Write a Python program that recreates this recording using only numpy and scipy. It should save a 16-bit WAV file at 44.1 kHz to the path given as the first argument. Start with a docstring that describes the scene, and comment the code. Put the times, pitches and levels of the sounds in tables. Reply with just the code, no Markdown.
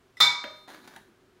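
"""Spatula on a bowl, hand on a canister

A spatula drops against the rim of a steel bowl: a light touch, a clink and a quick rebound.
Each contact is a noise crack, dense noise clatter and damped modes, some in beating pairs.
A hand knocks on a cardboard canister (noise burst, hollow modes) and scratches its lid (random
slips), which clicks, and pops twice. A small kitchen answers knock and lid over low room noise."""
import sys
import numpy as np
from scipy import signal
from scipy.fft import rfft, irfft
from scipy.io import wavfile

SR = 44100
rng = np.random.default_rng(int(sys.argv[2]) if len(sys.argv) > 2 else 0)


def generate_wav(sig):
    """Save sig (samples, or channels by samples) to the path in sys.argv[1] as 16-bit PCM at SR."""
    pcm = np.round(np.clip(np.atleast_2d(sig).T, -1, 1) * 32767).astype(np.int16)
    wavfile.write(sys.argv[1], SR, pcm)


N = 61739
T = np.arange(N) / SR


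def amp(db):
    """Decibels to gain."""
    return 10 ** (np.asarray(db) / 20)


def unit(x):
    """Scales to rms 1."""
    return x / np.sqrt(np.mean(abs(x) ** 2) + 1e-20)


def read(points, hz):
    """Reads a table along a log-frequency axis."""
    f, value = np.transpose(points)
    return np.interp(np.log(hz + 1), np.log(f), value)


def gain_curve(points, outside_db=None):
    """Gain over time from (s, dB) points; holds the end levels unless outside_db is given."""
    return amp(np.interp(T, *np.transpose(points), left=outside_db, right=outside_db))


def delayed(x, s):
    """Starts a sound at time s."""
    return np.concatenate([np.zeros(max(round(s * SR), 0)), x])[:N]


def coloured(x, colour, tilt_db=0):
    """Gives a steady signal a spectrum, tilted in dB per octave, at rms 1."""
    hz = np.fft.rfftfreq(N, 1 / SR)
    gain_db = read(colour, hz) + tilt_db * np.log2(hz + 1)
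    return unit(irfft(rfft(x) * amp(gain_db), N))


def noise(colour, tilt_db=0):
    """Coloured noise of rms 1."""
    return coloured(rng.standard_normal(N), colour, tilt_db)


def decay(t60, t=T):
    """Falls by 60 dB in t60 seconds."""
    return np.exp(-np.log(1000) * t / np.maximum(t60, 1e-4))


def dying(x, t60s):
    """Lets each band of a steady signal die at its own speed."""
    hz, t, z = signal.stft(x, SR, nperseg=512, noverlap=384)
    z = z * decay(read(t60s, hz)[:, None], t)
    return signal.istft(z, SR, nperseg=512, noverlap=384)[1][:N]


def rippled(x):
    """Gathers a dense spectrum into narrow random peaks and dips, at rms 1."""
    ripple_db, width_hz = 4.5, 35
    hz = np.fft.rfftfreq(N, 1 / SR)
    knots_hz = np.arange(0, SR / 2, width_hz)
    ripple = np.interp(hz, knots_hz, np.clip(rng.standard_normal(len(knots_hz)), -2, 2))
    return unit(irfft(rfft(x) * amp(ripple_db * ripple), N))


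def ring(modes):
    """Damped modes that swell and waver in level and phase as reflections join them."""
    waver_depth, waver_hz = .12, 23.1
    knots_s = np.arange(128) / waver_hz
    out = np.zeros(N)
    for hz, db, t60_s, rise_s in modes:
        a, b = rng.standard_normal((2, len(knots_s)))
        waver = 1 + waver_depth * np.interp(T, knots_s, a + 1j * b)
        tone = (waver * np.exp(2j * np.pi * hz * T)).imag
        out += amp(db) * decay(t60_s) * (1 - np.exp(-T / rise_s)) * tone
    return out


def struck(modes, rise_s):
    """Rings modes that share one rise time."""
    return ring([(*mode, rise_s) for mode in modes])


def bowl():
    """Each contact gives a crack, a dense clatter and the long ring of the steel."""
    # spatula on the rim: t/s, ring/dB, clatter/dB, crack/dB
    clinks = [(0.1691, -47, -30, -64), (.2032, -0.5, 0, 1), (0.2106, -33, -7, 3)]
    # dense upper modes, blurred by the room: f/Hz, relative level/dB per Hz
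    clatter_colour = [(25, -61), (60, -37), (140, -12.5), (300, -15.5), (520, -17.5), (800, -5), (1250, 1),
                      (1700, -5.5), (2200, -1.5), (2700, -8), (3200, -9), (3700, 7.5), (4400, -19),
                      (5300, -5.5), (6500, -14), (7400, -9), (7900, -17), (10000, -14), (12000, -22),
                      (14000, -17.5), (16000, -29)]
    # clatter decay: f/Hz, t60/s
    clatter_t60 = [(100, .6), (500, 0.61), (1200, 0.61), (3000, .42), (6000, 0.49), (10000, 0.28),
                   (15000, .27)]
    # the contact itself: f/Hz, relative level/dB per Hz
    crack_colour = [(25, -52), (70, -25), (300, -13.5), (700, -12), (1300, 8.5), (2600, -6.5), (4000, -2),
                    (8000, -33.5), (10300, -14), (12000, -22.5), (15000, -13)]
    # short ping of the first touch, with faint high bowl modes: f/Hz, level/dB, t60/s
    touch = [(1992, -36.5, .055), (5186, -54, .15), (5627, -62, .15), (8088, -65, .13)]
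    # bowl rocking on the table: f/Hz, relative level/dB, t60/s, rise/s
    thud = (152, -35, .3, .05)
    clatter_base_db, crack_base_db, crack_t60_s = -22.5, -15.5, 0.0096
    touch_s = .1695
    tone = steel() + ring([thud])
    out = np.zeros(N)
    for s, ring_db, clatter_db, crack_db in clinks:
        clatter = dying(rippled(noise(clatter_colour)), clatter_t60)
        clatter = amp(clatter_base_db + clatter_db) * clatter
        crack = amp(crack_base_db + crack_db) * noise(crack_colour) * decay(crack_t60_s)
        out += delayed(amp(ring_db) * tone + clatter + crack, s)
    return out + delayed(struck(touch, rise_s=0.0015), touch_s)


def steel():
    """Modal ring of the bowl after one contact; its loudest group dips and swells."""
    # modes of the bowl: f/Hz, relative level/dB, t60/s, rise/s
    bowl_modes = [(967, -24.5, .6, .04), (979, -34, .68, .005), (1242, -36, 1.05, .005),
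                  (1260, -19.5, .18, .002), (1368, -38, .55, .005), (1486, -25, .14, .002),
                  (1960, -24.5, .34, .003), (2114, -44, .9, .005), (2257, -8, .37, .09),
                  (2278, -34, .56, .005), (2289, -26, .64, .03), (3379, -32, .36, .005),
                  (3439, -21, .38, .005), (3497, -22, .17, .005), (3585, -21, .38, .005),
                  (3596, -9, .27, .008), (3624, -23.5, .72, .005), (4008, -36, .62, .005),
                  (4075, -15.5, .31, .006), (4136, -33, .94, .005), (4183, -32, .36, .005),
                  (4398, -44, .74, .005), (4647, -21, .21, .005), (4734, -27, .49, .01),
                  (4970, -36, .55, .005), (5197, -23, .19, .003), (5219, -42, .75, .005),
                  (5365, -25.5, .44, .005), (5445, -43, .75, .005), (5607, -33, .28, .005),
                  (5933, -46, .68, .005), (6025, -36, .33, .005), (6115, -33, .44, .005),
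                  (6280, -41, .55, .005), (6485, -46, .7, .005), (6826, -39, .46, .005),
                  (7270, -33, .3, .005), (7760, -50, .66, .005), (10015, -56, .65, .005)]
    # gain of the loudest group: t/s after contact, level/dB
    swell = [(0, -1.5), (.036, 2.5), (.05, -1.5), (.061, -2.5), (.071, 4), (.078, 6.5), (.088, -6),
             (.11, 2)]
    low_hz, high_hz = 3300, 3700
    loudest = [mode for mode in bowl_modes if low_hz < mode[0] < high_hz]
    others = [mode for mode in bowl_modes if mode not in loudest]
    return ring(loudest) * gain_curve(swell) + ring(others) + shimmer()


def shimmer():
    """Many weak high modes that outlast the clatter."""
    low_hz, high_hz = 4400, 8200
    base_db, tilt_db_per_octave, t60_s, rise_s = -45, -18, 0.564, 0.0062
    hz = np.geomspace(low_hz, high_hz, num=40)
    detune, level, length = rng.uniform(-1, 1, (len(hz), 3)).T
    db = base_db + tilt_db_per_octave * np.log2(hz / low_hz) + 4 * level
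    return struck(zip(hz * (1 + 0.0024 * detune), db, t60_s * (1 + .2 * length)), rise_s)


KNOCK_S = .4387


def knock():
    """A dull blow on the canister: a short burst of coloured noise."""
    # blow: f/Hz, relative level/dB per Hz
    knock_colour = [(25, -55), (80, -10), (190, -2.5), (350, 1), (600, 7.5), (1000, -11), (1500, 3),
                    (2300, -3), (3200, -6), (6000, -36), (9000, -32), (14000, -34)]
    level_db, rise_s, t60_s = -23, 0.0016, 0.028
    shape = (1 - np.exp(-T / rise_s)) * decay(t60_s)
    return delayed(amp(level_db) * noise(knock_colour) * shape, KNOCK_S)


def hollow():
    """The canister's short hollow notes, after the blow and when its lid flexes."""
    # modes of the canister: f/Hz, level/dB, t60/s
    can_modes = [(215.4, -57, 0.114), (330.7, -48.5, 0.22), (565, -36.5, 0.21), (608.7, -41, .45),
                 (635, -40, 0.33)]
    # modes of the lid: f/Hz, relative level/dB, t60/s
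    pop_modes = [(207, -55, 0.33), (677, -50, 0.093), (774, -45, .09), (903, -43.5, .1), (1975, -48, 0.093)]
    # lid is pressed, then gives way: t/s, level/dB
    pops = [(.679, -1), (0.9626, 0)]
    pop = struck(pop_modes, rise_s=0.0056)
    can = delayed(struck(can_modes, rise_s=0.0065), KNOCK_S)
    return can + sum(amp(db) * delayed(pop, s) for s, db in pops)


def lid():
    """Tiny slips of a fingernail on the lid, and a few larger clicks."""
    # scratching: t/s, level/dB
    scratch = [(.676, -59), (.681, -49), (.71, -51), (.745, -49), (.765, -57.5), (.80, -62.5), (.84, -54),
               (.87, -59.5), (.92, -58), (.95, -53.5), (.99, -72), (1.015, -82), (1.06, -92)]
    # colour of the lid: f/Hz, relative level/dB per Hz
    lid_colour = [(30, -50), (100, -49), (280, 1), (480, -5), (750, 2.5), (1200, -2), (1630, 3.5),
                  (2000, -3.5), (2900, -11), (3800, -3.5), (5200, -15), (6700, -13), (8200, -22.5),
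                  (9800, -16), (11500, -23), (13400, -20), (16000, -23.5)]
    # clicks: t/s, level/dB, rise/s, t60/s, tilt/dB per octave
    snaps = [(0.585, -72, .002, 0.052, 11), (0.6784, -45.5, .001, 0.042, -4.5),
             (.696, -61, 0.003, .015, -1), (0.7475, -49, 0.00059, 0.016, -0.5),
             (.8757, -41, 0.00051, 0.042, 0.5), (0.9607, -39, 0.0027, 0.027, -0.5)]
    grains_per_s, spread_db = 2600, 3.6
    size = amp(spread_db * np.minimum(rng.exponential(1, N), 4))
    slips = size * rng.choice([-1, 1], N) * (rng.random(N) < grains_per_s / SR)
    out = coloured(slips, lid_colour) * gain_curve(scratch, -120)
    for s, db, rise_s, t60_s, tilt_db in snaps:
        shape = np.minimum(T / rise_s, 1) * decay(t60_s, np.maximum(T - rise_s, 0))
        out += delayed(amp(db) * noise(lid_colour, tilt_db) * shape, s)
    return out


def handling():
    """Low rustle of the canister turning in the hand, and the faint rub of reaching fingers."""
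    # rustle: t/s, level/dB
    rustle_level = [(.66, -89), (.71, -63.5), (.84, -59), (.98, -63), (1.05, -74), (1.09, -59.5),
                    (1.16, -75), (1.27, -69.5), (1.4, -80)]
    # rustle: f/Hz, relative level/dB per Hz
    rustle_colour = [(80, -36), (210, 1.5), (340, 3), (520, -21.5), (1500, -26), (5000, -42.5)]
    # rub: t/s, level/dB
    rub_level = [(.45, -95), (.51, -75), (.59, -72), (.66, -77), (.69, -95)]
    # rub: f/Hz, relative level/dB per Hz
    rub_colour = [(500, -28), (3000, -4.5), (7000, 0), (10000, 1), (14000, -1), (16000, -8)]
    rustle = noise(rustle_colour) * gain_curve(rustle_level)
    rub = noise(rub_colour) * gain_curve(rub_level, -120)
    return rustle + rub


def kitchen(x):
    """Adds the short diffuse tail of the room: convolution with decaying noise."""
    # room decay: f/Hz, t60/s
    room_t60 = [(100, 0.34), (600, 0.506), (3000, 0.41), (8000, 0.47), (15000, 0.51)]
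    tail_db, delay_s = -3.5, .006
    tail = delayed(dying(rng.standard_normal(N), room_t60), delay_s)
    return x + amp(tail_db) * signal.fftconvolve(x, tail / np.linalg.norm(tail))[:N]


def room_noise():
    """Low steady noise of the room."""
    # room noise: f/Hz, relative level/dB per Hz
    floor_colour = [(15, -56.5), (25, -9.5), (70, -13.5), (102, -5.5), (206, -11.5), (293, -7.5),
                    (326, -18), (373, 1), (416, -9), (451, -12.5), (754, -18), (1520, -17), (1790, -21),
                    (4030, -27), (16000, -41.5)]
    return amp(-63) * noise(floor_colour)


def scene():
    """Bowl and canister with lows below about 95 Hz cut, over the room noise."""
    objects = bowl() + kitchen(knock() + lid()) + hollow() + handling()
    # against low bursts from abrupt noise envelopes
    low_cut = signal.butter(N=4, Wn=95, btype="high", fs=SR, output="sos")
    return (signal.sosfilt(low_cut, objects) + room_noise())[None]


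def record(dry):
    """The recorder's band limit."""
    edge_hz = 15850
    lowpass = signal.firwin(401, edge_hz, window=("kaiser", 8), fs=SR)
    return signal.oaconvolve(dry, lowpass[None], "same")


dry = scene()
out = record(dry)
generate_wav(out)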